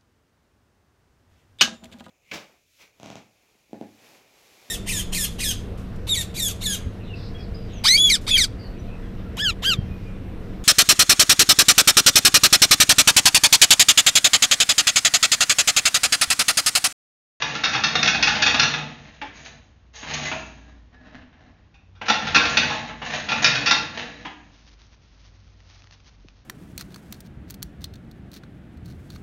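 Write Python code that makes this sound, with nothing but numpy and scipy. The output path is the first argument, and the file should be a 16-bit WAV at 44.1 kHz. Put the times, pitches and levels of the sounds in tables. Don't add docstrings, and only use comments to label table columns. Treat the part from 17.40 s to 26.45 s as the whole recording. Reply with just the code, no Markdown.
import sys
import numpy as np
from scipy import signal
from scipy.fft import rfft, irfft, next_fast_len
from scipy.io import wavfile
from scipy.ndimage import map_coordinates

SR = 44100
rng = np.random.default_rng(int(sys.argv[2]) if len(sys.argv) > 2 else 0)


def waveform_to_disk(signal):
    frames = np.transpose(np.atleast_2d(signal))
    scaled = np.clip(frames, -1, 1) * 32767
    samples = np.round(scaled).astype(np.int16)
    wavfile.write(sys.argv[1], SR, samples)


N = 399098
TOP_HZ = 7020

# frequency in Hz, width in Hz, lift in dB.
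GUIDE_MODES = [(476, 50, 10.5), (645, 82, 10.5), (746, 61, 8), (854, 18, 7.5), (1325, 33, 0.5),
               (1720, 190, 6), (1830, 290, 3), (2010, 580, 4), (2700, 300, 5), (3080, 170, 3),
               (3880, 350, 6.5)]


def amp(db):
    return 10 ** (np.asarray(db) / 20)


def unit(x):
    return x / np.sqrt(np.mean(x ** 2) + 1e-20)


def along(points, hz):
    f, v = np.transpose(points)
    return np.interp(np.log(hz + 1), np.log(f + 1), v)


def wobble(rate):
    knots = rng.standard_normal(int(N * rate / SR) + 4)
    return map_coordinates(knots, [np.arange(N) * rate / SR])


def add(track, s, sound):
    part = track[max(round(s * SR), 0):][:len(sound)]
    part += sound[:len(part)]


def coloured(x, colour, modes=(), size=8192):
    hz = np.fft.rfftfreq(size, 1 / SR)
    db = along(colour, hz)
    for f, width, lift in modes:
        db = db + lift / (1 + (2 * (hz - f) / width) ** 2)
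    gain = amp(db) / (1 + (hz / TOP_HZ) ** 20) + 1e-6
    cepstrum = irfft(np.log(gain))[:size // 2]
    cepstrum[0] /= 2
    ring = irfft(np.exp(rfft(2 * cepstrum, size)))
    return signal.fftconvolve(x, ring / np.linalg.norm(ring))[:len(x)]


def grains(rate, spread_db):
    hit = rng.random(N) < rate / SR
    sign = rng.choice([-1, 1], N)
    size = amp(spread_db * np.clip(rng.standard_normal(N), -2, 2))
    return unit(hit * sign * size)


def burst(length, rise):
    t = np.arange(SR // 3) / SR
    return (1 - np.exp(-t / rise)) * np.exp(-(t / length) ** 2)


def chatter(length, rise, hardness, vary_db, snap, count=36):
    shape = burst(length, rise) + snap * burst(0.0041, rise)
    hz = np.fft.rfftfreq(len(shape), 1 / SR)
    offsets = rng.uniform(-1.97, 2.11, count)
    spot_db = vary_db * np.interp(hz, np.linspace(0, TOP_HZ, count), offsets)
    noise = rfft(rng.standard_normal(len(shape)))
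    contacts = irfft(noise * amp(along(hardness, hz) + spot_db), len(shape))
    return shape * contacts


def strokes(rows, rise, fall, size=4096):
    t = np.linspace(0, N / SR, size)
    each = []
    for s, length, db in rows:
        before = np.maximum(s - t, 0)
        after = np.maximum(t - s - length, 0)
        each.append(amp(db) * np.exp(-before / rise - after / fall))
    return np.interp(np.arange(N) / SR, t, np.linalg.norm(each, axis=0))


def tone(hz):
    return np.sqrt(2) * np.sin(2 * np.pi * np.cumsum(hz) / SR)


def rough_note(hz, shape, roughness):
    drift = roughness * np.cumsum(rng.standard_normal(len(shape)))
    t = np.arange(len(shape)) / SR
    return np.sqrt(2) * shape * np.sin(2 * np.pi * hz * t + drift)


def slaps():
    # start in seconds, level in dB, chatter length in seconds, hardness in dB.
    slap_rows = [(0.02, -16.5, .013, -2.5), (0.151, -22, .014, -5), (0.236, -15.5, 0.029, 2),
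                 (0.332, -20, 0.023, -1.5), (0.348, -18.5, 0.023, -4.5), (0.436, -13.5, 0.016, 5),
                 (0.553, -11, .012, -1), (0.628, -10.5, 0.0077, 9), (0.659, -12.5, 0.0047, -1.5),
                 (0.674, -12.5, 0.016, 6.5), (0.745, -19.5, 0.017, -1), (0.825, -11.5, 0.017, 5),
                 (0.871, -14, 0.024, 1.5), (0.951, -21.5, .026, -2), (1.021, -11, .015, 8.5),
                 (1.061, -14, .024, 3.5), (1.143, -13.5, 0.012, -3.5), (1.195, -9.5, 0.011, 7.5),
                 (1.228, -13.5, 0.014, 5), (1.337, -20.5, 0.014, -4), (4.341, -52, 0.019, -3.5),
                 (4.551, -56.5, 0.039, -5.5), (4.682, -16.5, 0.029, -3), (4.698, -8, 0.0093, -4),
                 (4.869, -25, 0.023, -4.5), (4.946, -9, 0.014, 4), (4.957, -10, .019, -4),
                 (5.052, -17, 0.017, -3.5), (5.170, -9, 0.014, 1), (5.3, -25, 0.027, -4.5),
                 (5.886, -22, 0.024, -5), (5.916, -20, 0.021, -5.5), (6.043, -9, 0.01, 13),
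                 (6.061, -12.5, 0.011, 2), (6.152, -20, 0.014, 2), (6.259, -17, 0.042, 2.5),
                 (6.309, -7, 0.011, 1.5)]
    # frequency in Hz, level in dB.
    slap_colour = [(40, -27), (110, -5.5), (250, -10), (380, -14.5), (700, 0), (1300, -2), (2500, -3.5),
                   (4000, -6.5), (5800, -9.5), (6900, -17)]
    # frequency in Hz, width in Hz, lift in dB.
    reel_modes = [(130, 7.7, 14), (214, 50, 12.5), (310, 49, 15.5), (477, 60, 11), (614.6, 35, -7),
                  (782, 56, 6.5), (845.5, 90, 9.5), (1084, 60, 3), (1384, 84, 8.5), (1510, 60, 3),
                  (1684, 51, 5.5), (1850, 130, 3), (2430, 26, 4.5), (2537, 160, 8), (2690, 220, 7.5),
                  (3120, 130, -6), (3360, 75, 8), (3620, 160, 3.5), (3680, 200, 6), (4060, 92, -1.5),
                  (4420, 250, 3.5), (5630, 56, 5)]
    blows = np.zeros(N)
    for s, db, length, hard_db in slap_rows:
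        body_db, treble_db = -9 - hard_db, 1.5 + 0.56 * hard_db
        hardness = [(850, body_db), (1400, 0), (3000, 0), (5000, treble_db)]
        blow = chatter(length, 0.0021, hardness, vary_db=2.5, snap=0.62, count=56)
        add(blows, s, amp(db) * blow)
    return coloured(blows, slap_colour, reel_modes)


def cage(x):
    # frequency in Hz, level in dB, time to fall by 60 dB in seconds.
    spoke_modes = [(630, -24.5, 0.43), (869, -28, 1), (1078, -27.5, 0.91), (1700, -37, 0.54),
                   (2540, -30, 0.5), (2524, -28, 0.63), (3630, -31.5, 0.36)]
    t = np.arange(SR) / SR
    ring = np.zeros(SR)
    for hz, db, t60 in spoke_modes:
        mode = amp(-60 * t / t60) * np.sin(2 * np.pi * hz * t)
        ring += amp(db) * mode / np.linalg.norm(mode)
    return signal.fftconvolve(x, ring)[:N]


def slide():
    # start in seconds, length in seconds, scrape in dB, hiss over scrape in dB.
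    pull_rows = [(0.0, 0.48, -38, -11.5), (0.47, 0.87, -35, -15), (1.585, 0.48, -59.5, -10),
                 (1.96, 0.053, -52, -3.5), (2.69, 0.077, -35.5, -11.5), (2.792, 0.06, -38.5, -2.5),
                 (4.822, 0.22, -34.5, -18.5), (5.123, .17, -31.5, -14.5), (5.654, 0.15, -39, -11.5),
                 (5.898, 0.44, -35.5, -14.5), (6.553, 0.046, -40, -17.5), (6.776, 0.3, -63.5, -10)]
    # start in seconds, level in dB, length in seconds, hiss over it in dB.
    skid_rows = [(2.048, -40.5, .032, -3), (2.532, -47.5, 0.034, -2.5), (2.549, -43.5, 0.084, 2.5),
                 (2.69, -35, .03, -13), (2.735, -28.5, 0.012, 10), (4.653, -33.5, 0.09, -20.5),
                 (5.088, -41, 0.029, 8.5), (5.694, -36, 0.036, -12.5), (5.732, -29.5, 0.035, -8.5),
                 (6.021, -27, 0.015, 2), (6.572, -30.5, 0.034, -30)]
    # frequency in Hz, level in dB.
    scrape_colour = [(150, -25), (400, -8), (900, -3), (1900, -3.5), (2500, -2), (4000, -6.5), (6900, -14)]
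    # frequency in Hz, level in dB.
    hiss_colour = [(500, -23.5), (2000, 2), (4000, 5.5), (5500, -0.5), (6400, 10), (6750, 14.5),
                   (7000, -14.5)]
    # frequency in Hz, level in dB.
    rumble_colour = [(40, -16.5), (100, -5), (200, -0.5), (300, -4.5), (400, -9), (900, -33.5)]
    # frequency in Hz, width in Hz, lift in dB.
    drum_modes = [(147.4, 28, 13.5), (209.5, 14, 9), (234.3, 19, 12.5), (290, 29, 9.5)]
    rise_s, fall_s = 0.025, 0.11
    rub = strokes([(s, length, db) for s, length, db, _ in pull_rows], rise_s, fall_s)
    run = strokes([(s, length, db + hiss_db) for s, length, db, hiss_db in pull_rows], rise_s, fall_s)
    spin = amp(-13) * rub ** 0.83
    judder = amp(2.2 * wobble(45))
    for s, db, length, bright_db in skid_rows:
        skid = amp(db) * burst(length, 0.005)
        add(rub, s, skid)
        add(run, s, amp(bright_db) * skid)
    scrape = coloured(grains(rate=1000, spread_db=3.5) * rub * judder, scrape_colour, GUIDE_MODES)
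    hiss = coloured(grains(rate=10000, spread_db=1.0) * run * judder, hiss_colour)
    rumble = coloured(rng.standard_normal(N) * spin, rumble_colour, drum_modes)
    boom = spin * amp(-13 + 1.4 * wobble(27)) * tone(82 + 8 * wobble(25))
    return scrape + hiss + rumble + boom


def squeaks():
    # start in seconds, pitch in Hz, level in dB, length in seconds.
    squeak_rows = [(2.73, 2030, -41, .1), (2.852, 2040, -23.5, 0.038), (2.91, 641.6, -35, 0.13),
                   (3.224, 1635, -59, 0.093), (3.533, 1690, -59, .15), (6.748, 3920, -43, 0.028),
                   (6.75, 1730, -51, 0.13)]
    sung = np.zeros(N)
    for s, hz, db, length in squeak_rows:
        note = rough_note(hz, burst(length, 0.027), roughness=0.0013 * np.sqrt(hz))
        add(sung, s, amp(db) * note)
    return sung


def knocks():
    # start in seconds, level in dB, hollow note relative to it in dB.
    knock_rows = [(1.814, -30.5, 0), (2.628, -35.5, -17), (2.914, -25, -14), (3.17, -54, -10),
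                  (3.812, -54, -10), (3.926, -58, -14), (4.613, -31, -16), (5.493, -36, -3),
                  (5.617, -29.5, -9), (6.85, -30.5, -11)]
    # frequency in Hz, level in dB.
    knock_colour = [(40, -24), (200, -5), (400, -12), (1000, -1.5), (1500, -6), (2600, -2), (3300, -5),
                    (4200, -14), (6900, -20.5)]
    # frequency in Hz, width in Hz, lift in dB.
    mouth_modes = [(287, 80, 9), (487, 68, 4), (643, 53, 4), (1640, 160, 5)]
    hollow_hz, flurry_s = 862, 0.023
    hardness = [(2700, 0), (4600, -4.5)]  # (Hz, dB)
    blows, notes = np.zeros(N), np.zeros(N)
    for s, db, note_db in knock_rows:
        blow = chatter(flurry_s, 0.0014, hardness, vary_db=0.7, snap=0.2)
        note = rough_note(hollow_hz, burst(0.042, 0.008), roughness=0.042)
        add(blows, s, amp(db) * blow)
        add(notes, s, amp(db + note_db) * note)
    return coloured(blows, knock_colour, mouth_modes), notes


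def drag():
    # start in seconds, length in seconds, level in dB.
    turn_rows = [(3.25, 0.085, -58.5), (3.66, 0.093, -50.5), (3.95, 0.17, -57)]
    # frequency in Hz, level in dB.
    drag_colour = [(60, -3), (150, 7), (290, 10.5), (380, -10), (1000, -4.5), (1600, -6.5), (2600, -12),
                   (4000, -16), (6900, -22.5)]
    turning = strokes(turn_rows, rise=0.067, fall=0.054) * amp(4.3 * wobble(33))
    return coloured(turning * grains(rate=390, spread_db=0.5), drag_colour, GUIDE_MODES)


def room(x, count=24):
    # frequency in Hz, time to fall by 60 dB in seconds.
    room_decay = [(100, 0.96), (300, 0.79), (1000, 0.54), (3000, 0.47), (7000, 0.4)]
    wet = np.zeros(N)
    for part in np.array_split(np.arange(N), count):
        hz, t, z = signal.stft(rng.standard_normal(SR * 2 // 3), SR, nperseg=256)
        decay = amp(-60 * t / along(room_decay, hz)[:, None])
        tail = signal.istft(z * decay, SR, nperseg=256)[1]
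        tail *= 1 - np.exp(-np.arange(len(tail)) / SR / 0.0019)
        add(wet, part[0] / SR, signal.fftconvolve(x[part], tail / np.linalg.norm(tail)))
    return wet


def handling():
    # start in seconds, length in seconds, level in dB.
    rustle_rows = [(7.1, 1.95, -67)]
    # start in seconds, length in seconds, level in dB.
    rub_rows = [(7.13, 0.21, -60), (7.391, 0.075, -62), (7.531, 0.021, -63), (7.77, 0.15, -67),
                (8.184, 0.11, -65), (8.299, 0.14, -57), (8.513, .03, -59), (8.672, 0.018, -55.5)]
    # frequency in Hz, level in dB.
    rustle_colour = [(180, -43), (300, -13), (619, -5), (1260, -4), (4360, -2.5), (6300, -5), (7000, -13),
                     (9100, -47), (15400, -120)]
    # start in seconds, level in dB, ring in Hz.
    tick_rows = [(7.418, -31, 3480), (8.2043, -36, 1960), (8.4212, -32, 2510), (8.4426, -32, 1290),
                 (8.4726, -32, 1910), (8.5104, -27, 4400), (8.525, -35, 2040), (8.603, -38, 2550),
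                 (8.8855, -27.5, 2550)]
    # level in dB, start pitch in Hz, time to fall by 60 dB in seconds.
    plop = (-40, 500, 0.1)
    pressure = strokes([*rustle_rows, *rub_rows], rise=0.025, fall=0.011) * amp(2.7 * wobble(40))
    creases = pressure * grains(rate=3000, spread_db=4)
    pings, t = np.zeros(N), np.arange(SR // 4) / SR
    ping_db, ping_t60_s = -16, 0.014
    for s, db, hz in tick_rows:
        add(creases, s, amp([db]))
        add(pings, s, amp(db + ping_db - 60 * t / ping_t60_s) * np.sin(2 * np.pi * hz * t))
    near = coloured(creases, rustle_colour) + pings
    db, start_hz, t60 = plop
    phase = 2 * np.pi * np.cumsum(start_hz * np.exp(-t / 0.0115)) / SR
    shape = amp(db - 60 * t / t60) * (1 - np.exp(-t / 0.0022))
    add(near, 8.846, shape * np.sin(phase))
    return near


def background():
    # start in seconds, length in seconds, level in dB.
    drone_swells = [(0.75, 0.41, -47), (2.55, 0.19, -52), (2.95, 0.53, -50.5), (4.9, 0.73, -50.5),
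                    (7.25, .95, -55.5), (8.8, 0.1, -53.5)]
    # start in seconds, length in seconds, level in dB.
    hum_swells = [(0.3, .45, -54), (0.98, 0.31, -45.5), (4.5, .5, -50.5), (6.33, 0.27, -52.5),
                  (7.95, 0.58, -56)]
    # frequency in Hz, level in dB.
    floor_colour = [(20, -15), (45, 0), (80, 1), (130, -4), (250, -10.5), (400, -18), (1000, -22.5),
                    (3000, -28), (7000, -38.5)]
    swell_s = 0.071
    drone_hz = 63.4 - 1.35 * np.arange(N) / SR
    drone_level = np.hypot(amp(-58.5), strokes(drone_swells, swell_s, swell_s))
    hum_level = np.hypot(amp(-65), strokes(hum_swells, swell_s, swell_s))
    drone = drone_level * tone(drone_hz + 2.8 * wobble(11)) * amp(1.6 * wobble(6.9))
    hum = hum_level * tone(93.4 + 2.5 * wobble(24)) * amp(1.0 * wobble(27))
    floor = amp(-57) * coloured(rng.standard_normal(N), floor_colour)
    return drone + hum + floor


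def scene():
    clatter, scrape, (thuds, notes) = slaps(), slide(), knocks()
    bumps = thuds + drag()
    spokes = cage(clatter + amp(-3.5) * scrape)
    walls = room(clatter + amp(-1.0) * (bumps + scrape))
    cable = clatter + bumps + notes + squeaks() + scrape + spokes
    return (cable + walls + handling() + background())[None]


def record(dry):
    m = next_fast_len(N + SR // 2)
    hz = np.fft.rfftfreq(m, 1 / SR)
    clipped = dry / (1 + np.abs(dry / 0.78) ** 6) ** (1 / 6)
    lowpass = 1 / np.sqrt(1 + (hz / TOP_HZ) ** 180)
    return irfft(rfft(clipped, m) * lowpass, m)[..., :N]


dry = scene()
out = record(dry)
waveform_to_disk(out)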